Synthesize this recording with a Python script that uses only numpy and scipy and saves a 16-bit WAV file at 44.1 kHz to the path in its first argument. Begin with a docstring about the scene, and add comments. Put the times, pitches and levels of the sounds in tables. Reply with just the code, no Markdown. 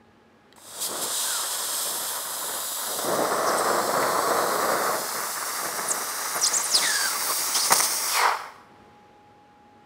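"""Handheld laser cutter in a workshop

A valve clicks with a few decaying sines; jet noise hisses, rushes and sputters as gas tears through steel.
Gliding tones with overtones and noisy skirts squeal on the cut's edges; noise bursts spit, mostly late.
The torch lifts in a whoosh and the gas dies away. Filtered noise and faint sines make the machine, which
runs throughout; the hall adds a noise tail. Mono."""
import sys
import numpy as np
from scipy import signal
from scipy.fft import irfft
from scipy.io import wavfile
from scipy.ndimage import uniform_filter1d

SR = 44100
rng = np.random.default_rng(int(sys.argv[2]) if len(sys.argv) > 2 else 0)


def generate_wav(sig):
    """Save sig (samples, or channels by samples) to the path in sys.argv[1] as 16-bit PCM at SR."""
    pcm = np.round(np.clip(np.atleast_2d(sig).T, -1, 1) * 32767).astype(np.int16)
    wavfile.write(sys.argv[1], SR, pcm)


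N = 434385
TIME = np.arange(N) / SR

# How the torch is held. Each row: time in seconds, pose number
# (0 slanted, 1 piercing, 2 upright, 3 at the sheet's edge, 4 lifted off).
TORCH_POSE = [(0, 0), (2.6, 0), (3.3, 1), (4.6, 1), (5.2, 2), (5.9, 2), (7.2, 3), (8.06, 3), (8.25, 4),
              (9.85, 4)]


def nozzle():
    """The jet hisses as broadband flow noise with a fine crackle of sparks; echoes off the sheet comb it."""
    # Each row: time in seconds, hiss level in dB.
    hiss_level = [(.94, -34), (1.2, -26), (1.5, -29.5), (1.8, -28.7), (2.25, -33.5), (3.0, -32), (3.3, -35),
                  (3.7, -33), (4.95, -33), (5.8, -33), (6.66, -31.5), (6.8, -26), (7.03, -28), (7.18, -30),
                  (7.35, -28), (8.06, -28.5), (8.16, -26.5)]
    # Each row: time in seconds, level of the hiss above 10 kHz in dB (0 leaves it as it is).
    treble_level = [(1.4, -2.5), (2.1, 2.5), (2.8, 4), (3.35, -1.5), (4.8, 1), (6.3, -0.5), (6.9, -2.5),
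                    (7.3, 7.5), (7.55, 1.5), (8.1, 4.5)]
    hiss_db, = curves(hiss_level)
    treble_db, = curves(treble_level)
    pressure_db, gas_on = pressure()
    hiss = jet_colour(turbulence(rate_hz=1000, scatter_db=5.5, grain_db=-10.5))
    treble_taps = signal.firwin(41, 10000, pass_zero=False, fs=SR)
    treble = signal.oaconvolve(hiss, treble_taps, mode="same")
    hiss = hiss + (undb(treble_db) - 1) * treble
    hiss = mirror(hiss, lag_ms=.33, sway=.14, share=.15)
    hiss = mirror(hiss, lag_ms=1.1, sway=.1, share=.2)
    return hiss * undb(hiss_db + pressure_db + 0.5 * walk(50)) * gas_on


def jet_colour(x):
    """White x takes the colour of the jet, which depends on the torch's pose."""
    # Each row of the five: frequency in Hz, relative level in dB.
    slanted = [(1410, -38), (2400, -15.5), (2940, -12.5), (3280, -5), (3810, -2), (4190, -5.5),
               (5010, -1.5), (5600, -8), (6700, -5.5), (7960, 1.5), (9610, -4.5), (11400, -4), (12500, -9),
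               (13600, -7.5), (15600, -13)]
    piercing = [(1530, -41), (2600, -17), (3020, -9), (3670, 0), (4670, 0.5), (5070, 1.5), (6950, -3.5),
                (7900, 4), (8640, -0.5), (9310, -2.5), (10600, -2), (13600, -5), (15600, -7)]
    upright = [(2700, -9.5), (3100, -12), (3800, -4.5), (4900, -1), (6200, 1), (7000, -2), (9200, 1),
               (10500, -3), (12100, -2), (13000, -8), (15100, -3.5), (15600, -10)]
    edge = [(1530, -43), (2600, -12), (3020, -13), (4170, -7), (4850, -0.5), (5470, 1), (6590, -0.5),
            (7160, -7), (7780, -3), (9310, 0.5), (10900, -11), (11800, -8.5), (13700, -13), (14800, -12.5),
            (15600, -7.5)]
    lifted = [(2600, -15), (3000, -10.5), (4000, -11), (5300, -9), (6700, -16), (9300, -18.5), (15600, -31)]
    return posed(x, [slanted, piercing, upright, edge, lifted], band_hz=(3500, 15500))


def mirror(x, lag_ms, sway, share):
    """An echo off the sheet; its path sways with the hand and sweeps a comb through the hiss."""
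    lag = lag_ms * SR / 1000 * np.exp(sway * walk(1.3))
    samples = np.arange(N)
    echo = np.interp(samples - lag, samples, x)
    return (x + share * echo) / np.sqrt(1 + share ** 2)


def cut():
    """Gas tears through the molten slot: one stream of eddies makes rush, duller clog roar and low sputter."""
    # Free cut, one row per pose. Each row: rush level in dB, sputter level in dB.
    free_cut = [(-39, -58.5), (-38.5, -69), (-34.5, -55), (-36, -54), (-27.5, -68)]
    # Rush spectra by pose. Each row of the five: frequency in Hz, relative level in dB.
    slanted = [(280, -37), (480, -15), (560, -3), (672, -7.5), (834, -4.5), (948, 2), (1130, 1),
               (1910, -6.5), (2400, -21.5), (3120, -51), (5280, -120)]
    piercing = [(450, -8.5), (760, -7), (935, -7), (1110, 0), (1300, -4), (1590, -10.5), (1980, -13),
                (2390, -27.5), (2700, -30), (3510, -59), (5940, -120)]
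    upright = [(420, -19), (560, -17.5), (830, -2.5), (1000, -2), (1180, 3.5), (1400, -2), (1750, -3),
               (2080, -6), (2350, -14.5), (2700, -25)]
    edge = [(280, -43.5), (480, -26.5), (684, -12.5), (730, -13), (856, 2.5), (1050, -2.5), (1130, 4.5),
            (1660, -4.5), (2140, -1.5), (2550, -10.5), (2700, -17.5), (3510, -48.5), (5940, -120)]
    lifted = [(400, -7.5), (730, -3), (880, 4.5), (1100, 5.5), (1420, -1.5), (1750, -6), (2050, -3.5),
              (2350, -9.5), (2700, -18)]
    # Sputter of the melt. Each row: frequency in Hz, relative level in dB.
    sputter_spectrum = [(25, -53.5), (60, -31.5), (120, -12.5), (200, -6), (300, -4), (430, 0), (550, -0.5),
                        (670, 0.5), (780, -7.5), (1500, -30)]
    flow_db_per_pressure_db = 0.68
    # the rush is weaker until the beam has pierced the sheet
    unpierced_db, pierced_s, piercing_s = -7.5, 1.09, 0.1
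    lift_sputter_db = -39  # against the whoosh

    pose, = curves(TORCH_POSE)
    pressure_db, gas_on = pressure()
    rush_db, sputter_db = (np.interp(pose, np.arange(len(db)), db) for db in np.transpose(free_cut))
    free_rush = undb(rush_db + flow_db_per_pressure_db * pressure_db)
    free_sputter = undb(sputter_db + flow_db_per_pressure_db * pressure_db)
    clog_rush_power, clog_sputter_power = clogs()
    whoosh = lift()

    eddies = turbulence(rate_hz=480, scatter_db=2.5, grain_db=-1.5)
    unit_eddies = eddies / eddies.std()
    rush = posed(eddies, [slanted, piercing, upright, edge, lifted], band_hz=(850, 2300))
    roar = colour(unit_eddies, piercing, band_hz=(850, 2300))
    sputter = colour(unit_eddies, sputter_spectrum, band_hz=(80, 350))

    unpierced = np.clip((pierced_s - TIME) / piercing_s, 0, 1)
    free = np.hypot(free_rush * undb(unpierced_db * unpierced), whoosh)
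    roar_gain = np.sqrt(free ** 2 + clog_rush_power) - free
    rush = (rush * free + roar * roar_gain) * undb(0.84 * walk(18))
    whoosh_sputter = whoosh * undb(lift_sputter_db)
    sputter_gain = np.sqrt(free_sputter ** 2 + clog_sputter_power + whoosh_sputter ** 2)
    sputter = sputter * sputter_gain * undb(0.72 * walk(16))
    return (rush + sputter) * undb(1.3 * walk(60)) * gas_on


def clogs():
    """Melt clogs the slot and gas blows back: rush and sputter power; rush gains on sputter as the slot heats."""
    # Each row: start in seconds, length in seconds, attack in seconds, sputter level in dB.
    clog_rows = [(0.781, .03, 0.0056, -54.5), (0.886, .165, 0.0089, -45.5), (1.837, 0.19, 0.04, -54),
                 (2.4, 0.15, .05, -54), (2.836, 0.29, 0.14, -46.5), (3.039, 1.92, 0.01, -38),
                 (4.98, 0.03, 0.022, -45), (5.13, .04, .02, -48.5), (5.598, .39, .02, -49),
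                 (6.343, 0.012, 0.019, -43), (6.51, 0.014, .015, -46), (6.694, 0.14, .04, -50),
                 (7.21, 0.1, .06, -51), (7.637, .14, 0.054, -55), (7.704, .02, .005, -46.5)]
    release_s, sag_db_per_s = 0.047, 2
    rush_db, heat_db, heat_s = 2, 11, 0.41  # rush above sputter at the start, its growth, time constant
    rush, sputter = np.zeros(N), np.zeros(N)
    for s, length_s, attack_s, db in clog_rows:
        at = np.flatnonzero((TIME > s) & (TIME < s + length_s + 10 * release_s))
        age_s = TIME[at] - s
        attack = np.minimum(age_s / attack_s, 1)
        envelope = attack * np.exp(-np.maximum(age_s - length_s, 0) / release_s)
        gain = envelope * undb(db - sag_db_per_s * age_s)
        heating = 1 - np.exp(-age_s / heat_s)
        sputter[at] += gain ** 2
        rush[at] += (gain * undb(rush_db + heat_db * heating)) ** 2
    return rush, sputter


def lift():
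    """Gain of the whoosh as the torch lifts: a swell and a fall, the jet flapping on the sheet's edge."""
    peak_s, peak_db, rise_db_per_s, fall_db_per_s = 8.258, -18, 132, 152
    flap_hz, flap_depth = 44.4, .3
    db = peak_db - np.maximum(rise_db_per_s * (peak_s - TIME), fall_db_per_s * (TIME - peak_s))
    flap_phase = 2 * np.pi * np.cumsum(flap_hz * (1 + 0.074 * walk(30))) / SR
    return undb(db) * (1 + flap_depth * np.sin(flap_phase))


def pressure():
    """Gas pressure in dB below full, building once the valve opens and bleeding away; whether gas flows."""
    opens_s, full_s, shuts_s = .56, 0.81, 8.162
    build_db_per_s, bleed_db_per_s = 87, 94
    build_db = -build_db_per_s * np.maximum(full_s - TIME, 0)
    bleed_db = -bleed_db_per_s * np.maximum(TIME - shuts_s, 0)
    return build_db + bleed_db, TIME > opens_s


def posed(x, spectra, band_hz):
    """The colour of x glides from one pose of the torch to the next."""
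    pose, = curves(TORCH_POSE)
    out = np.zeros(N)
    for k, spectrum in enumerate(spectra):
        weight = 1 - np.abs(pose - k)
        at = np.flatnonzero(weight > 0)
        out[at] += weight[at] * colour(x[at], spectrum, band_hz)
    return out / x.std()


def turbulence(rate_hz, scatter_db, grain_db):
    """Smooth flow noise with sudden pressure drops of uneven size in it."""
    drops = rng.random(N) * SR / rate_hz
    at = np.flatnonzero(drops < 1)
    grains = np.zeros(N)
    grains[at] = undb(scatter_db * np.minimum(-np.log(drops[at]), 3))
    unit_grains = (grains - grains.mean()) / grains.std()
    return rng.standard_normal(N) - undb(grain_db) * unit_grains


def squeals():
    """The jet whistles on the cut's edge: pitch slides with the gap and shakes with the flow, in noisy skirts."""
    # Each row: start in seconds, length in seconds, start pitch in Hz, end pitch in Hz, level in dB,
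    # roughness as share of pitch.
    squeal_rows = [ (1.245, 0.2, 1658, 1203, -39, 0.027), (3.455, 0.058, 6330, 4800, -34, .1),
                   (3.577, 0.022, 8640, 8300, -28, 0.022), (5.88, 0.022, 10100, 9600, -29, 0.046),
                   (5.901, 0.023, 8550, 6960, -23, 0.08), (6.342, .04, 13000, 9400, -32, 0.028),
                   (6.41, 0.02, 8800, 7300, -28, 0.071), (6.424, 0.034, 6230, 4800, -19.5, .035),
                   (6.458, .023, 6500, 8450, -20, .08), (6.46, 0.026, 3450, 5400, -27, 0.062),
                   (6.531, 0.043, 5900, 8800, -22.5, 0.033), (6.559, 0.027, 8600, 5880, -22, 0.039),
                   (6.594, .028, 6430, 7830, -29, 0.034), (6.631, 0.036, 12000, 7900, -29, .04),
                   (6.82, .07, 3600, 3900, -32.5, .07), (6.9, .1, 5000, 4560, -34, .06),
                   (7.005, .03, 4550, 4580, -29.5, .01), (7.282, 0.047, 1306, 910, -29.5, 0.1),
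                   (7.54, .05, 3100, 3874, -32, 0.075), (7.547, .022, 5000, 6200, -23, .07),
                   (7.588, .026, 4130, 4700, -27, .04), (7.599, .05, 5600, 4640, -27, .06),
                   (8.13, 0.14, 2430, 1940, -31.5, 0.074), (8.22, .11, 1400, 837, -33.5, 0.13)]
    # One long howl sinks as the gap widens. Each row: time in seconds, pitch in Hz, level in dB,
    # roughness as share of pitch.
    howl = [(6.7, 8500, -28, .025), (6.735, 5700, -26, .025), (6.755, 4800, -16.5, .025),
            (6.785, 3550, -27.5, .02), (6.8, 2600, -51, .12), (6.839, 2055, -29.5, .1),
            (6.881, 1740, -29, 0.044), (7.069, 1550, -32, .028), (7.09, 1300, -35.5, .1),
            (7.172, 1130, -34.5, .1)]
    howl_fade_s = .008
    skirt_db, skirt_rough = -10, .13  # level against the core, roughness as share of pitch
    out, flutter = np.zeros(N), undb(2.0 * walk(250))
    shake = .9 * walk(2200) + .55 * walk(260)
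    skirt_shake = walk(3000)

    def whistle(at, hz, rough):
        """A core tone and a quieter copy of it with the skirt's roughness."""
        core = edge_tone(hz * (1 + rough * shake[at]))
        skirt = edge_tone(hz * (1 + skirt_rough * skirt_shake[at]))
        return (core + undb(skirt_db) * skirt) / np.hypot(1, undb(skirt_db))

    for s, length_s, start_hz, end_hz, db, rough in squeal_rows:
        at, u, envelope = swell(s, length_s)
        hz = start_hz * (end_hz / start_hz) ** u
        out[at] += undb(db) * envelope * whistle(at, hz, rough)

    hz, db, rough = curves(howl)
    to_end_s = np.minimum(TIME - howl[0][0], howl[-1][0] - TIME)
    fade = np.minimum(to_end_s / howl_fade_s, 1)
    at = np.flatnonzero(fade > 0)
    out[at] += undb(db[at]) * fade[at] * whistle(at, hz[at], rough[at])
    return out * flutter


def edge_tone(hz, count=5):
    """A fundamental of rms 1 plus overtones that weaken with number and carry best in favoured bands."""
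    # Each row: frequency in Hz, overtone level in dB.
    overtone_colour = [(2400, -17.5), (3200, -11.5), (4600, 2.5), (6500, -8.5), (8200, 3), (9500, -2.5),
                       (11500, -19.5), (15600, -23)]
    slope_db_per_octave = -4.5
    phase = 2 * np.pi * np.cumsum(hz) / SR
    tone = np.sin(phase)
    for k in range(2, count + 1):
        db = slope_db_per_octave * np.log2(k) + np.interp(k * hz, *np.transpose(overtone_colour))
        tone = tone + undb(db) * np.sin(k * phase) * (k * hz < SR / 2)
    return np.sqrt(2) * tone


def spits():
    """Brief spurts from the nozzle or the melt: noise bursts, a low thud and a sizzle in the jet's colour."""
    # Each row: start in seconds, length in seconds, thud level in dB, sizzle level in dB.
    spit_rows = [ (.561, .006, -55, -55), (0.579, 0.007, -45, -64), (0.803, .08, -58, -27.5),
                 (1.014, 0.043, -41, -28.5), (4.024, 0.014, -22, -50), (7.546, 0.044, -33, -25),
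                 (7.637, 0.044, -33, -25), (7.705, .013, -17, -34.5), (7.719, 0.013, -12.5, -14.5),
                 (7.733, 0.0091, -29.5, -16), (7.751, 0.027, -31.5, -22.5), (7.778, 0.02, -42, -21.5),
                 (7.797, 0.0062, -23, -24), (7.804, 0.0024, -15.5, -17), (7.8085, 0.0018, -21, -13),
                 (7.819, 0.047, -38, -23)]
    # Each row: frequency in Hz, relative level in dB.
    thud_spectrum = [(45, -30), (120, -20), (280, -12), (450, -6.5), (800, -2), (1140, 1), (1600, -9),
                     (2150, -6), (2600, -17)]
    thud, sizzle = np.zeros(N), np.zeros(N)
    for s, length_s, thud_db, sizzle_db in spit_rows:
        at, _, envelope = swell(s, length_s)
        thud[at] += undb(thud_db) * envelope
        sizzle[at] += undb(sizzle_db) * envelope
    thuds = colour(thud * rng.standard_normal(N), thud_spectrum)
    return thuds + sizzle * jet_colour(rng.standard_normal(N))


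def valve():
    """One small click as the gas is switched on: a sum of short decaying sines."""
    # Each row: frequency in Hz, peak level in dB, 60 dB decay time in seconds.
    ring_modes = [(1950, -46, .018), (3250, -45, 0.018), (3950, -42, .012), (4500, -48, .01),
                  (7500, -51, .008), (11000, -56, .007)]
    click_s = .526
    t = np.arange(SR // 10) / SR
    ring = np.zeros(len(t))
    for hz, db, t60_s in ring_modes:
        decay = np.exp(-np.log(1000) * t / t60_s)
        ring += undb(db) * decay * np.sin(2 * np.pi * hz * t)
    start = int(click_s * SR)
    return np.pad(ring, (start, N - start - len(t)))


def machine():
    """Cooling fans as noise, with a faint chiller hum and a thin whine, stronger after the cut, as sines."""
    # Each row: time in seconds, fan level in dB against fan_base_db, whine level in dB.
    machine_levels = [(0, -1.5, -68), (.6, 0, -69), (8.3, -3, -64), (8.8, 3, -57), (9.3, -0.5, -56.5),
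                      (9.85, -0.5, -57)]
    # Fan noise in the hall. Each row: frequency in Hz, relative level in dB.
    fan_spectrum = [(25, -25.5), (50, -10.5), (95, -1.5), (150, -5), (220, 0.5), (310, -1.5), (430, -1),
                    (600, -7), (1200, -8.5), (2200, -15.5), (4000, -22.5), (8000, -33.5), (15000, -43)]
    # Chiller lines. Each row: frequency in Hz, level in dB.
    hum_lines = [(100, -76.5), (226, -69.5), (1235, -81.5), (1669, -78)]
    fan_base_db, whine_hz = -56.5, 830
    fan_db, whine_db = curves(machine_levels)
    fan_gain = undb(fan_base_db + fan_db + 0.39 * walk(9.3))
    fans = colour(rng.standard_normal(N), fan_spectrum) * fan_gain
    # phase of 1 Hz; whine and hum share its slight pitch drift
    phase = 2 * np.pi * np.cumsum(1 + .0006 * walk(3.3)) / SR
    whine = undb(whine_db + .7 * walk(8.8)) * np.sin(whine_hz * phase)
    hum = undb(2.56 * walk(14.0)) * sum(undb(db) * np.sin(hz * phase) for hz, db in hum_lines)
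    return fans + np.sqrt(2) * (whine + hum)


def workshop(x, t60_low_s, t60_high_s, wet_db):
    """The hall answers with a diffuse tail in which the treble dies first."""
    t = np.arange(SR) / SR
    noise = rng.standard_normal(SR) * (t > .006)
    low = signal.sosfilt(signal.butter(2, 3000, fs=SR, output="sos"), noise)
    high = signal.sosfilt(signal.butter(2, 3000, "high", fs=SR, output="sos"), noise)
    low_tail = low * np.exp(-np.log(1000) * t / t60_low_s)
    high_tail = high * np.exp(-np.log(1000) * t / t60_high_s)
    tail = low_tail - high_tail
    return x + undb(wet_db) * signal.oaconvolve(x, tail / np.linalg.norm(tail))[:N]


def undb(db):
    """Decibels to gain."""
    return 10 ** (np.asarray(db) / 20)


def curves(rows):
    """Each column after the first (time in seconds) as a signal in time."""
    s, *columns = np.transpose(rows)
    return [np.interp(TIME, s, c) for c in columns]


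def walk(rate_hz):
    """Smooth chance with spread 1 that changes about `rate_hz` times a second."""
    k = max(int(SR / rate_hz), 1)
    steps = np.repeat(rng.standard_normal(N // k + 1), k)
    x = uniform_filter1d(steps, k)[:N]
    return x / x.std()


def colour(x, points, band_hz=(20, 20000)):
    """Shape x by a spectrum with steep skirts; unit white noise comes out with rms 1 within the band."""
    f = np.maximum(np.arange(1025) * SR / 2048, 1)
    hz, db = np.transpose(points)
    octaves_outside = np.abs(np.log2(f / np.clip(f, hz[0], hz[-1])))
    gain = undb(np.interp(np.log(f), np.log(hz), db) - 60 * octaves_outside)
    gain /= np.sqrt(np.mean(gain ** 2 * (f > band_hz[0]) * (f < band_hz[1])))
    taps = np.roll(irfft(gain), 1024) * np.hanning(2048)
    return signal.oaconvolve(x, taps, mode="same")


def swell(s, length_s):
    """The samples that a short event covers, its progress 0-1 and its rounded envelope."""
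    u = np.linspace(0, 1, max(int(length_s * SR), 8))
    return int(s * SR) + np.arange(len(u)), u, np.sqrt(np.abs(np.sin(np.pi * u)))


def scene():
    """The torch in the hall over the machine, the same in both ears."""
    torch = nozzle() + cut() + squeals() + spits() + valve()
    mono = workshop(torch, t60_low_s=0.74, t60_high_s=0.44, wet_db=-13.5) + machine()
    return np.array([mono, mono])


def record(dry):
    """Cuts the lowest bass, rounds the loudest peaks and cuts the top steeply."""
    x = signal.sosfilt(signal.butter(2, 38, "high", fs=SR, output="sos"), dry)
    x = .9 * np.tanh(x / .9)
    top_hz = 15680
    return signal.sosfilt(signal.ellip(12, .1, 80, top_hz, fs=SR, output="sos"), x)


dry = scene()
out = record(dry)
generate_wav(out)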